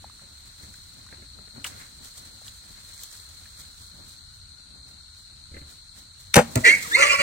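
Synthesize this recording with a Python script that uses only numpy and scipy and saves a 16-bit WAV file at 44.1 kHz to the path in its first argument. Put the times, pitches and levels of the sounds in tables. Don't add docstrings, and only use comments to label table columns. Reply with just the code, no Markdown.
import sys
import numpy as np
from scipy import signal
from scipy.fft import rfft, irfft, next_fast_len
from scipy.io import wavfile
from scipy.ndimage import uniform_filter1d

SR = 44100
rng = np.random.default_rng(int(sys.argv[2]) if len(sys.argv) > 2 else 0)


def dump_mix(stems):
    frames = np.atleast_2d(stems).T
    limited = np.clip(frames, -1, 1)
    pcm = np.round(limited * 32767).astype(np.int16)
    wavfile.write(sys.argv[1], SR, pcm)


def invert_db(x):
    u = np.asarray(x, float) / 20
    return 10 ** u


N = 318385
SIZE = next_fast_len(N + SR)
HZ = np.maximum(np.arange(SIZE // 2 + 1) * SR / SIZE, 1)

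# start_s, snap_db, limb_blow_db
BOW = [
    (6.3425, -5.5, -36),
    (6.3445, -14, -46),
    (6.3575, -6, -18),
    (6.36, -16, -31),
    (6.364, -7, -13),
    (6.3665, -7, -4.5),
    (6.372, -30, -13),
    (6.3785, -30, -16.5),
    (6.385, -46, -35),
    (6.389, -21, -12),
]
# pitch_hz, level_db, t60_s
LIMB_MODES = [(165, -18.5, .05), (215, -18.0, .1), (232, -29.0, .26), (300, -23.0, .035), (505, -13.0, .06),
              (595, -10.5, .052), (660, -18.0, .04), (760, -14.0, .04), (840, -12.0, .055),
              (1160, -24.0, .03), (1500, -16.0, .018)]
# pitch_hz, width_hz, level_db
SNAP_BANDS = [(2400, 1400, 2.5), (6440, 1100, 1), (8170, 1900, 0), (15200, 1100, -6), (13400, 3000, -25)]
# start_s, snap_db, thud_db
STRIKE = [
    (6.5562, -15, -18),
    (6.561, -47.5, -8),
    (6.565, -46, -16.5),
    (6.5685, -40, -13),
    (6.575, -29, -25),
    (6.606, -35, -21.5),
]
# pitch_hz, width_hz, level_db
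SHAFT_BANDS = [(1800, 640, -4.5), (4200, 900, -0.5), (6340, 800, 2), (7300, 1000, 4.5), (8760, 1450, -1.5),
               (15000, 1300, -10)]
# pitch_hz, level_db, t60_s
FLANK_MODES = [(115, -7.5, 0.055), (350, -25, .02), (173, -23, 0.0085), (256.5, -10, 0.071),
               (440, -16, 0.0051), (595, -16, 0.014)]
# start_s, pitch_hz, level_db
WHISTLE = [
    [(6.632, 1600, -75.5), (6.652, 1810, -10), (6.667, 1881, -5.5), (6.686, 2000, -2.5), (6.7, 2130, -4.5),
     (6.735, 2256, -10.5), (6.76, 2210, -20), (6.79, 2174, -34), (6.83, 2150, -36)],
    [(6.9, 1500, -47), (6.92, 1671, -17), (6.94, 1934, -18), (6.952, 2096, -2), (6.968, 2255, -16),
     (6.99, 2261, -18.5), (7.005, 2151, -13.5), (7.03, 2000, -6.5), (7.048, 1880, -22)],
    [(7.058, 2110, -19), (7.082, 2136, -15.5), (7.092, 2369, -14.5), (7.105, 2395, -11), (7.14, 2360, -21),
     (7.155, 2344, -16.5), (7.175, 2300, -27), (7.2, 2315, -25), (7.22, 2160, -13.5)],
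]
# start_s, pitch_hz, level_db
VOICE = [
    [(6.63, 480, -66), (6.65, 501.3, -25.5), (6.68, 526.7, -24), (6.71, 544.7, -28.5), (6.75, 518, -37.5),
     (6.8, 499, -51.5)],
    [(6.95, 448.6, -42.5), (6.975, 489.6, -26.5), (6.99, 550, -19), (7.035, 570.4, -19),
     (7.095, 592.6, -24.5), (7.14, 557, -22), (7.165, 573.6, -33), (7.195, 586.5, -26), (7.22, 543.3, -17)],
]
# pitch_hz, width_hz, level_db
THROAT_BANDS = [(417, 150, -5), (563, 66, 4), (943, 82, -4.5), (1500, 230, 3), (2150, 950, 5.5),
                (2880, 92, -14), (4200, 330, -2.5), (6400, 200, -4.5), (6750, 330, -4.5), (9200, 1200, -10),
                (14000, 1200, -38)]
OVERTONES_DB = [-3.5, -22.5, -27, -35]
# multiple_of_voice, level_db
CLEAR_PARTIALS = [(.5, -24.5), (1, -2), (2, -5.5), (2.5, -8.5), (3, -15), (3.5, -20), (4, -11), (5, -21)]
# start_s, length_s,
# first_hz, last_hz, level_db
STRANDS = [(6.639, 0.03, 1590, 1620, -17), (6.645, .06, 2290, 2380, -14), (6.642, 0.064, 3900, 3820, -28),
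           (6.839, .035, 1420, 980, -39.5), (6.922, 0.036, 3560, 3740, -23), (6.96, 0.022, 940, 1050, -25),
           (6.99, .062, 2188, 1490, -24), (6.7, .06, 2110, 2130, -17), (6.65, .045, 5550, 5700, -33),
           (6.645, .035, 7250, 7200, -35), (6.66, .055, 8350, 8600, -33), (6.66, .04, 6250, 6350, -35),
           (6.922, .03, 7400, 7450, -37), (6.995, .06, 6400, 6150, -28), (7.085, .06, 7150, 7650, -34),
           (7.105, .055, 5270, 5300, -28), (7.095, .055, 2880, 2900, -27), (7.185, .034, 2950, 2830, -28),
           (7.185, .034, 4650, 4550, -30), (7.195, .024, 7400, 7400, -36), (7.02, .04, 3100, 3050, -25),
           (6.655, .06, 3150, 3250, -27), (6.9, .09, 300, 330, -46), (7.185, .025, 2400, 2350, -17),
           (1.545, .085, 1440, 1460, -57), (1.73, .13, 1430, 1600, -56), (1.79, .06, 2050, 2300, -60),
          (1.17, .1, 400, 260, -60), (1.53, .1, 200, 300, -53), (6.635, .045, 1930, 2090, -15),
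          (6.665, .05, 1680, 1850, -18), (6.66, .03, 1480, 1460, -27), (6.645, .055, 520, 390, -25),
          (6.625, .11, 640, 620, -36), (6.645, .09, 310, 300, -37), (6.675, .045, 1830, 1790, -17),
          (6.69, .06, 1620, 1600, -24), (6.69, .03, 2700, 2750, -24), (6.995, .035, 2470, 2250, -20),
          (7.01, .06, 1170, 1200, -21), (7.11, .05, 1140, 1090, -21), (7.09, .08, 1430, 1380, -30),
          (7.18, .039, 1420, 1450, -27), (6.97, .05, 1420, 1380, -25), (6.94, .03, 4000, 4400, -30),
          (7.01, .04, 5900, 5800, -30), (7.005, .05, 6700, 6600, -32)]
# start_s, peak_db, chest_db
GRUNTS = [
    (0.229, -61.5, -58),
    (0.634, -56, -54),
    (1.125, -57.5, -57),
    (1.221, -55, -65),
    (1.61, -68, -54),
    (5.516, -62, -45.5),
    (5.541, -47, -63),
    (5.566, -47.5, -44.5),
    (5.615, -56, -41),
]
# pitch_hz, level_db, t60_s
SNOUT_MODES = [(325, 2.5, 0.013), (480, -11, 0.017), (555, -11.5, 0.08), (1710, -3, 0.018),
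               (2070, -9.5, 0.029)]
# start_s, peak_db, ring_hz, left_minus_right_db, bright_db
CRACKS = [(0.041, -34, 800, 5, -78), (0.098, -46, 1200, 12, -71), (0.193, -48.5, 1380, 5, -56.5),
          (0.22, -50, 557, -2, -37), (0.631, -60, 297, 1.5, -53), (0.739, -44.5, 1670, 2.0, -33),
          (1.065, -47, 1340, 2.0, -35), (1.1247, -38, 1710, -4, -60), (1.387, -48, 1320, 9, -66),
          (1.475, -52, 374, 9, -66), (1.6433, -21.5, 2850, 5, -20.5), (1.663, -28.5, 2900, 2, -41),
          (1.648, -33.5, 1230, 3, -70), (1.666, -42, 790, 0, -70), (1.129, -45, 330, 0, -72),
          (1.389, -51, 420, 0, -70), (1.48, -49, 1700, 2, -60), (1.088, -45.5, 1420, 2, -70),
          (3.034, -30, 14800, 0, -47), (1.6468, -31, 2400, -5, -22), (2.415, -47.5, 560, 2.0, -35),
          (2.465, -49, 1620, -4, -45), (2.48, -29.5, 3820, -1, -51.5), (2.978, -51, 2000, -1, -28),
          (2.992, -49, 2020, -3, -36), (3.035, -38, 4200, -2, -22.5), (3.114, -47.5, 1640, -3, -29),
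          (3.15, -48, 1430, 1.5, -41), (3.456, -44.5, 1620, -3, -64), (5.567, -39.5, 1880, -2, -70)]
# time_s, level_db
BUSTLE = [(0, -58.5), (.8, -52), (1.4, -60.5), (1.75, -50.5), (1.97, -54), (2.55, -52), (2.95, -48),
          (3.25, -49), (4.2, -58), (4.45, -79), (5.3, -66), (6.1, -70), (6.33, -55.5), (6.6, -39),
          (6.88, -34.5), (7.22, -39.5)]
# start_s, rustle_db, scuff_db, ground_hum_db
STEPS = [(.05, -68, -59, -55.5), (1.0, -63, -62, -55.5), (1.39, -71, -67, -59), (2.35, -71, -88, -67),
         (2.78, -67, -59, -60), (3.53, -64, -70, -66), (4.5, -64, -79, -67), (4.76, -73, -77, -63),
         (.21, -72, -62, -56), (.46, -54, -59, -68), (.63, -45, -56.5, -56.5), (3.98, -57, -79, -57.5),
         (3.93, -70, -70, -63), (4.04, -70, -68, -58), (2.31, -70, -75, -56), (2.68, -70, -60, -61),
         (4.92, -75, -77, -66), (.75, -70, -70, -60.5), (1.13, -71, -55, -54.5), (1.24, -70.5, -62, -66),
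         (1.57, -66, -57, -51.5), (1.72, -49, -51.5, -53), (1.81, -46, -49, -59), (2.05, -41.5, -53, -61),
         (2.18, -42, -58, -74), (2.26, -50.5, -58, -59.5), (2.47, -43.5, -57, -66), (2.9, -46.5, -60, -82),
         (3.03, -41.5, -73, -74), (3.14, -43.5, -57, -78), (3.45, -63, -64, -75),
         (3.6, -43.5, -55.5, -60.5), (3.82, -45, -66, -75), (4.09, -47.5, -73, -70), (4.355, -54, -77, -87),
         (4.89, -53, -64, -75), (5.19, -52.5, -80, -71), (5.58, -55, -63, -55), (5.7, -46, -61, -60),
         (5.98, -47.5, -59.5, -61), (6.21, -48, -61, -81)]
# start_s, rustle_db, scuff_db
TWIG = [
    (1.646, -33.5, -37.5),
    (1.665, -35, -51),
]
# start_s, hum_db, rumble_db
BOLTS = [
    (6.4, -40, -60),
    (6.58, -39, -58),
    (6.69, -41, -61),
    (6.86, -50, -51.5),
    (7.02, -65, -47.5),
    (7.21, -43, -48),
]
# pitch_hz, level_db
LEAF_COLOUR = [(710, -19.5), (1200, -15.5), (2020, -33), (2770, -28), (3190, -11), (4140, -9.5),
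               (5320, -11.5), (8310, -7), (9880, -13), (10600, -15), (10900, -56), (12800, -9),
               (14900, -23), (16100, -12)]
# pitch_hz, width_hz, level_db, left_minus_right_db
INSECT_BANDS = [(4214, 465, -57.5, 13), (8380, 340, -71, -21.5), (1417, 270, -74, 17.5)]
# pitch_hz, level_db
NIGHT_COLOUR = [(15, -46), (25, -8), (80, 0), (439, -38.5), (887, -27.5), (1400, -26.5), (2480, -28),
                (3520, -23), (4140, -5.5), (4870, -24.5), (8590, -21), (10100, -28), (11000, -41),
                (14800, -36), (16000, -57)]
# pitch_hz, likeness
LIKENESS = [(60, 1), (200, 0.49), (600, 1), (1400, 0.052), (4000, 0.18), (9000, 0.016)]
# pitch_hz, left_minus_right_db
PORT_LEAN = [(60, 1), (130, 0), (290, 3), (640, 4.5), (1410, 1.5), (3100, 2.5), (6820, -2), (15000, -0.5)]
# pitch_hz, left_minus_right_db
BOW_LEAN = [(300, -3), (860, 6.5), (1400, 10.5), (2400, 3), (4500, 3.5), (5700, 11), (7600, -1.5),
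            (15000, 1.5)]
# pitch_hz, left_minus_right_db
HOG_LEAN = [(60, 9), (150, 4), (380, -7), (950, 9), (2380, -5.5), (5980, 1), (15000, -12)]
# pitch_hz, right_leads_rad
BOW_TURN = [(120, 0), (300, -.1), (860, -.4), (1400, .5), (3000, .7), (5500, 1.4), (6500, 0), (10000, 2)]
# pitch_hz, right_leads_rad
HOG_TURN = [(120, 0), (300, -.3), (860, -.8), (1400, -.15), (2450, -.4), (2950, -2.9), (3300, -3.1),
            (4200, -2.2), (5100, -3.1), (5600, -6), (10000, -6.6)]
# start_s, end_s
SUDDEN = [
    (1.635, 1.685),
    (3.025, 3.045),
    (6.32, 6.42),
    (6.548, 6.565),
    (6.68, 6.69),
]

HUM_RISE_DB_PER_S, BOLT_FALL_DB_PER_S = 168, 86


def rms_one(x):
    return x / np.sqrt(np.mean(x ** 2) + 1e-20)


def in_time(rows):
    s, *columns = np.transpose(rows)
    return [np.interp(np.arange(N) / SR, s, c) for c in columns]


def at_hz(points):
    hz, values = np.transpose(points)
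    return np.interp(np.log(HZ), np.log(hz), values)


def filtered(x, response):
    return irfft(rfft(x, SIZE) * response, SIZE)[..., :N]


def panned(pan_db):
    return invert_db([[pan_db / 2], [-pan_db / 2]])


def drift(rate_hz):
    r = np.exp(-2 * np.pi * rate_hz / SR)
    return rms_one(signal.lfilter([1], [1, -2 * r, r * r], rng.standard_normal(N + SR))[SR:])


def ring(hits, modes):
    out = 0
    for hz, level_db, t60 in modes:
        r, w = invert_db(-60 / (t60 * SR)), 2 * np.pi * hz / SR
        mode = signal.lfilter([0, np.sin(w)], [1, -2 * r * np.cos(w), r * r], hits + 1e-18)
        out = out + invert_db(level_db) * mode
    return out


def resonate(x, bands):
    out = 0
    for k, (hz, width, level_db) in enumerate(bands):
        r, w = np.exp(-np.pi * width / SR), 2 * np.pi * hz / SR
        feed = (1 - r * r) / 2
        band = signal.lfilter([feed, 0, -feed], [1, -2 * r * np.cos(w), r * r], x + 1e-18)
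        out = out + (-1) ** k * invert_db(level_db) * band
    return out


def clicks(rows, column):
    rows = np.array(rows)
    out = np.zeros(N)
    out[(rows[:, 0] * SR).astype(int)] = invert_db(rows[:, column])
    return out


def burst(hits, t60):
    envelope = signal.lfilter([1], [1, -invert_db(-60 / (t60 * SR))], hits + 1e-18)
    return envelope * rng.standard_normal(N)


def swells(rows, column, rise, fall, bed_db):
    at = np.arange(0, N, 64)
    since = at / SR - np.array(rows)[:, :1]
    peaks_db = np.array(rows)[:, column, None]
    power = invert_db(2 * (peaks_db + np.minimum(rise * since, -fall * since))).sum(axis=0)
    bed = (bed_db + np.zeros(N))[at]
    return np.interp(np.arange(N), at, 10 * np.log10(power + invert_db(2 * bed)))


def spread(mid, side, colour):
    alike = at_hz(LIKENESS)
    mid = rfft(mid, SIZE) * np.sqrt(1 + alike)
    side = rfft(side, SIZE) * np.sqrt(1 - alike)
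    left_lag_s = .0005
    lag = np.exp(-2j * np.pi * HZ * left_lag_s * (HZ > 200) * [[1], [0]])
    ports = np.array([mid + side, mid - side]) * lag * panned(at_hz(PORT_LEAN)).reshape(2, -1)
    return rms_one(irfft(ports * colour, SIZE)[:, :N])


def placed(x, lean, turn, scatter_db, woods_db, t60):
    t = np.arange(SR) / SR
    noise = rng.standard_normal((3, SR))
    scatter = noise[0] * np.exp(-t / .0015) * invert_db(scatter_db - 12)
    near = rfft(scatter, SIZE).imag * [[1j], [-1j]]
    far = noise[1:] * invert_db(-60 * t / t60) * np.clip(t / 0.0067, 0, 1) * invert_db(woods_db - 41.5)
    small = 1 / (1 + (600 / HZ) ** 3)
    response = np.exp(small * near) + small * rfft(far, SIZE) / (1 + HZ / 5000)
    phase = np.exp(1j * at_hz(turn) * [[-.5], [.5]])
    return filtered(x, response * phase * invert_db(small * at_hz(lean) * [[.5], [-.5]]))


def blow(rows, modes, snap, snap_t60, rattle, crunch_db):
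    snaps = burst(clicks(rows, 1), snap_t60) + invert_db(-25) * burst(clicks(rows, 1), 0.16)
    pushes = clicks(rows, 2) + rattle * burst(clicks(rows, 2), 0.065)
    crunch_bands = [(614, 240, crunch_db), (2000, 840, crunch_db - 11)]
    crunch = resonate(burst(clicks(rows, 2), 0.094), crunch_bands)
    highpass = signal.butter(2, 90, "high", fs=SR, output="sos")
    body = signal.sosfilt(highpass, ring(pushes, modes))
    return invert_db(8.5) * resonate(snaps, snap) + body + crunch


def bow():
    return blow(BOW, LIMB_MODES, SNAP_BANDS, 0.0071, rattle=0.2, crunch_db=7.5)


def arrow_strike():
    return blow(STRIKE, FLANK_MODES, SHAFT_BANDS, 0.016, rattle=0.086, crunch_db=-3.5)


def low_voice(cycles, weak, breath):
    uneven = 1 - weak * (np.floor(cycles) % 2)
    pulses = np.diff(np.floor(cycles), prepend=0) * uneven * invert_db(2 * drift(200))
    puffs = np.exp(-3 * (cycles % 1)) * uneven * rng.standard_normal(N)
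    drive = 0.34 * rms_one(pulses) + 0.68 * rms_one(puffs)
    throat = resonate(drive, THROAT_BANDS) * invert_db(0.38 * drift(60))
    flicker, clear = drift(62), 0
    for k, level_db in CLEAR_PARTIALS:
        own_flicker = np.roll(flicker, int(k * 9000))
        clear = clear + invert_db(level_db + (2 + 0.54 * k) * own_flicker) * np.sin(2 * np.pi * k * cycles)
    return breath * invert_db(6.5) * rms_one(throat) + (1 - breath) * invert_db(1.5) * clear


def whistle(pitch_hz, beat):
    jitter = (.004 + .013 * beat) * drift(250)
    turn = 2 * np.pi * np.cumsum(pitch_hz * (1 + jitter)) / SR
    tone = 0
    for k, level_db in enumerate(OVERTONES_DB):
        level = invert_db(level_db + k ** .5 * 4 * drift(50))
        tone = tone + level * np.sin((k + 1) * turn + .6 * k * drift(300))
    return tone


def squeal():
    # weakness of every other pulse, breath share, beating per dB of low voice
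    per_call = [(0.091, 0.84, -0.96), (0.28, 0.42, 0.1)]
    rows = [(*row, *own) for call, own in zip(VOICE, per_call) for row in call]
    low_hz, low_db, weak, breath, grip = in_time(rows)
    cycles = np.cumsum(low_hz * (1 + .021 * drift(120) + .02 * drift(25))) / SR
    high_hz, high_db = in_time([row for call in WHISTLE for row in call])
    beat = np.clip(grip * (low_db + 42.5), .1, 1)
    wobble = drift(50)
    pairs = np.pi * cycles * 1.15 + 0.73 * wobble
    beating = 1 + beat * (0.92 * np.cos(pairs) + .5 * np.cos(2 * pairs) + .5 * drift(270))
    flutter_db = 2 * beat * wobble[::-1]
    started = np.arange(N) > VOICE[0][0][0] * SR
    call = started * invert_db(low_db) * low_voice(cycles, weak, breath)
    call = call + invert_db(high_db - 1.2 + flutter_db) * whistle(high_hz, beat) * beating
    dips = 1
    for hz in (3000, 3280, 5440):
        dips = dips * (1 - 0.5 / (1 + ((HZ - hz) / 56) ** 2))
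    return filtered(call, dips)


def strands():
    attack_s, release_s, rough_db = 0.012, 0.0092, 2
    out, waver = np.zeros(N), drift(210)
    for s, length, first_hz, last_hz, level_db in STRANDS:
        t = np.arange(int(length * SR)) / SR
        at = int(s * SR) + np.arange(len(t))
        glide_hz = first_hz + (last_hz - first_hz) * t / length
        turn = 2 * np.pi * np.cumsum(glide_hz * (1 + 0.021 * waver[at])) / SR
        fade = np.clip(np.minimum(t / attack_s, (length - t) / release_s), 0, 1) ** 2
        roughness = invert_db(rough_db * np.roll(waver, 5000)[at])
        out[at] += invert_db(level_db) * fade * np.sin(turn) * roughness
    return out


def grunts():
    puffs = clicks(GRUNTS, 1) + 0.27 * burst(clicks(GRUNTS, 1), 0.083)
    chest = ring(clicks(GRUNTS, 2), [(74.8, 3.1, 0.56), (132, 1.3, 0.052)])
    return invert_db(1.5) * ring(puffs, SNOUT_MODES) + chest


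def cracks():
    out, length = np.zeros((2, N)), 2000
    t = np.arange(length) / SR
    for s, level_db, hz, pan_db, bright_db in CRACKS:
        dull, *bright = rng.standard_normal((3, length))
        shell = [(hz, 0.23 * hz + 200, 0)]
        body = resonate(resonate(dull * np.exp(-t / 0.0035), shell), shell)
        body = invert_db(level_db) * body / np.abs(body).max() * panned(pan_db)
        splinter_bands = [(7200, 1900, bright_db + 1), (15000, 1400, bright_db - 20)]
        splinter = resonate(np.array(bright) * np.exp(-t / 0.0019), splinter_bands)
        i = int(s * SR)
        out[:, i:i + length] += body + splinter
    return out


def leaf_grains(column, bed_db, colour):
    level_db = swells(STEPS, column, 335, 190, bed_db)
    level_db = swells(TWIG, column, 5000, 350, level_db)
    sizes = invert_db(2.8 * np.minimum(rng.exponential(1, (2, N)), 4)) * rng.choice([-1, 1], (2, N))
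    grains_per_s = 7000 * invert_db(3 * drift(40))
    grains = sizes * (rng.random((2, N)) < grains_per_s / SR)
    return invert_db(level_db) * spread(*grains, colour)


def leaves():
    bustle_db, = in_time(BUSTLE)
    scuff_db = -67.5 + 0.67 * (bustle_db - bustle_db.mean())
    rustle = leaf_grains(1, bustle_db, invert_db(at_hz(LEAF_COLOUR)))
    return rustle + leaf_grains(2, scuff_db, 1 / (1 + ((HZ - 1800) / 700) ** 2))


def insects():
    out = 0
    for hz, width, level_db, pan_db in INSECT_BANDS:
        strokes = (rng.random((2, N)) < 900 / SR) * rng.standard_normal((2, N)) * invert_db(0.51 * drift(30))
        band = [(hz, 0.85 * width, 0)]
        choir = rms_one(resonate(resonate(strokes, band), band))
        out = out + invert_db(level_db + 1.2 * drift(0.36)) * choir * panned(pan_db)
    return out


def night():
    bustle_db, = in_time(BUSTLE)
    mean_db = bustle_db.mean()
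    hum_bed_db = -70 + 0.07 * (np.minimum(bustle_db, -50) - mean_db)
    hum_db = swells(STEPS, 3, HUM_RISE_DB_PER_S, 115, hum_bed_db)
    hum_db = swells(BOLTS, 1, 502, BOLT_FALL_DB_PER_S, hum_db) + 3.3 * drift(10.6)
    rumble_db = swells(BOLTS, 2, HUM_RISE_DB_PER_S, BOLT_FALL_DB_PER_S, -55.5)
    rumble_db = rumble_db + 1.5 * (drift(4.6) + .5 * drift(0.32))
    floor_db = -51 + 0.0094 * (bustle_db - mean_db)
    low = 1 / (1 + (HZ / 200) ** 4)
    mid = (1 - low) / (1 + (HZ / 700) ** 4)
    noise, colour = rng.standard_normal((2, N)), invert_db(at_hz(NIGHT_COLOUR))
    rumble = invert_db(rumble_db) * spread(*noise, colour * low)
    hum = invert_db(hum_db) * spread(*noise, colour * mid)
    return rumble + hum + invert_db(floor_db) * spread(*noise, colour * (1 - low - mid))


def scene():
    near = placed(bow(), BOW_LEAN, BOW_TURN, scatter_db=-4, woods_db=-12.5, t60=0.54)
    hogs = arrow_strike() + squeal() + strands() + grunts()
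    far = placed(hogs, HOG_LEAN, HOG_TURN, scatter_db=-5, woods_db=0.5, t60=0.39)
    return near + far + cracks() + leaves() + insects() + night()


def masked_out(x):
    hz, _, frames = signal.stft(x, SR, "hann", 2048, 1024)
    bins = 11
    band = np.arange(len(hz)) // bins
    power = np.add.reduceat(np.abs(frames[0]) ** 2, np.arange(0, len(hz), bins))
    power = uniform_filter1d(power, size=2, axis=1)
    octaves = np.log2(hz[::bins] + 118)
    hiding = invert_db(-2 * 9 * np.abs(octaves[:, None] - octaves)) @ power
    total = power.sum(axis=0)
    loud_db = 10 * np.log10(total / np.median(total) + 1)
    waver = uniform_filter1d(rng.standard_normal(power.shape), size=2, axis=1)
    margin_db = 20.8 + .2 * loud_db + 3.5 * waver
    outside = np.abs(hz[::bins, None] - 7400) > 5100
    kept = (power > invert_db(-2 * margin_db) * hiding) | outside
    return signal.istft(frames * kept[band], SR, "hann", 2048, 1024)[1][:, :N]


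def roll_off(x):
    return signal.sosfilt(signal.butter(12, 16270, fs=SR, output="sos"), x)


def record(dry):
    left, right = np.clip(dry, -1, 1)
    t = np.arange(N) / SR
    sudden = uniform_filter1d(sum(1. * (t > a) * (t < b) for a, b in SUDDEN), size=100)
    off_gap = (HZ - 11620) / 1150
    gap = (1 - .97 / (1 + off_gap ** 12)) / (1 + (HZ / 15900) ** 80)
    shallow_gap = 1 - .35 / (1 + off_gap ** 4)
    mid = (left + right) / 2
    mid = sudden * filtered(mid, shallow_gap) + (1 - sudden) * filtered(mid, gap)
    side = filtered((left - right) / 2, 1 / (1 + (HZ / 13500) ** 8))
    both = np.array([mid, side])
    mid, side = sudden * both + (1 - sudden) * masked_out(both)
    return roll_off(np.clip([mid + side, mid - side], -1, 1))


dry = scene()
out = record(dry)
dump_mix(out)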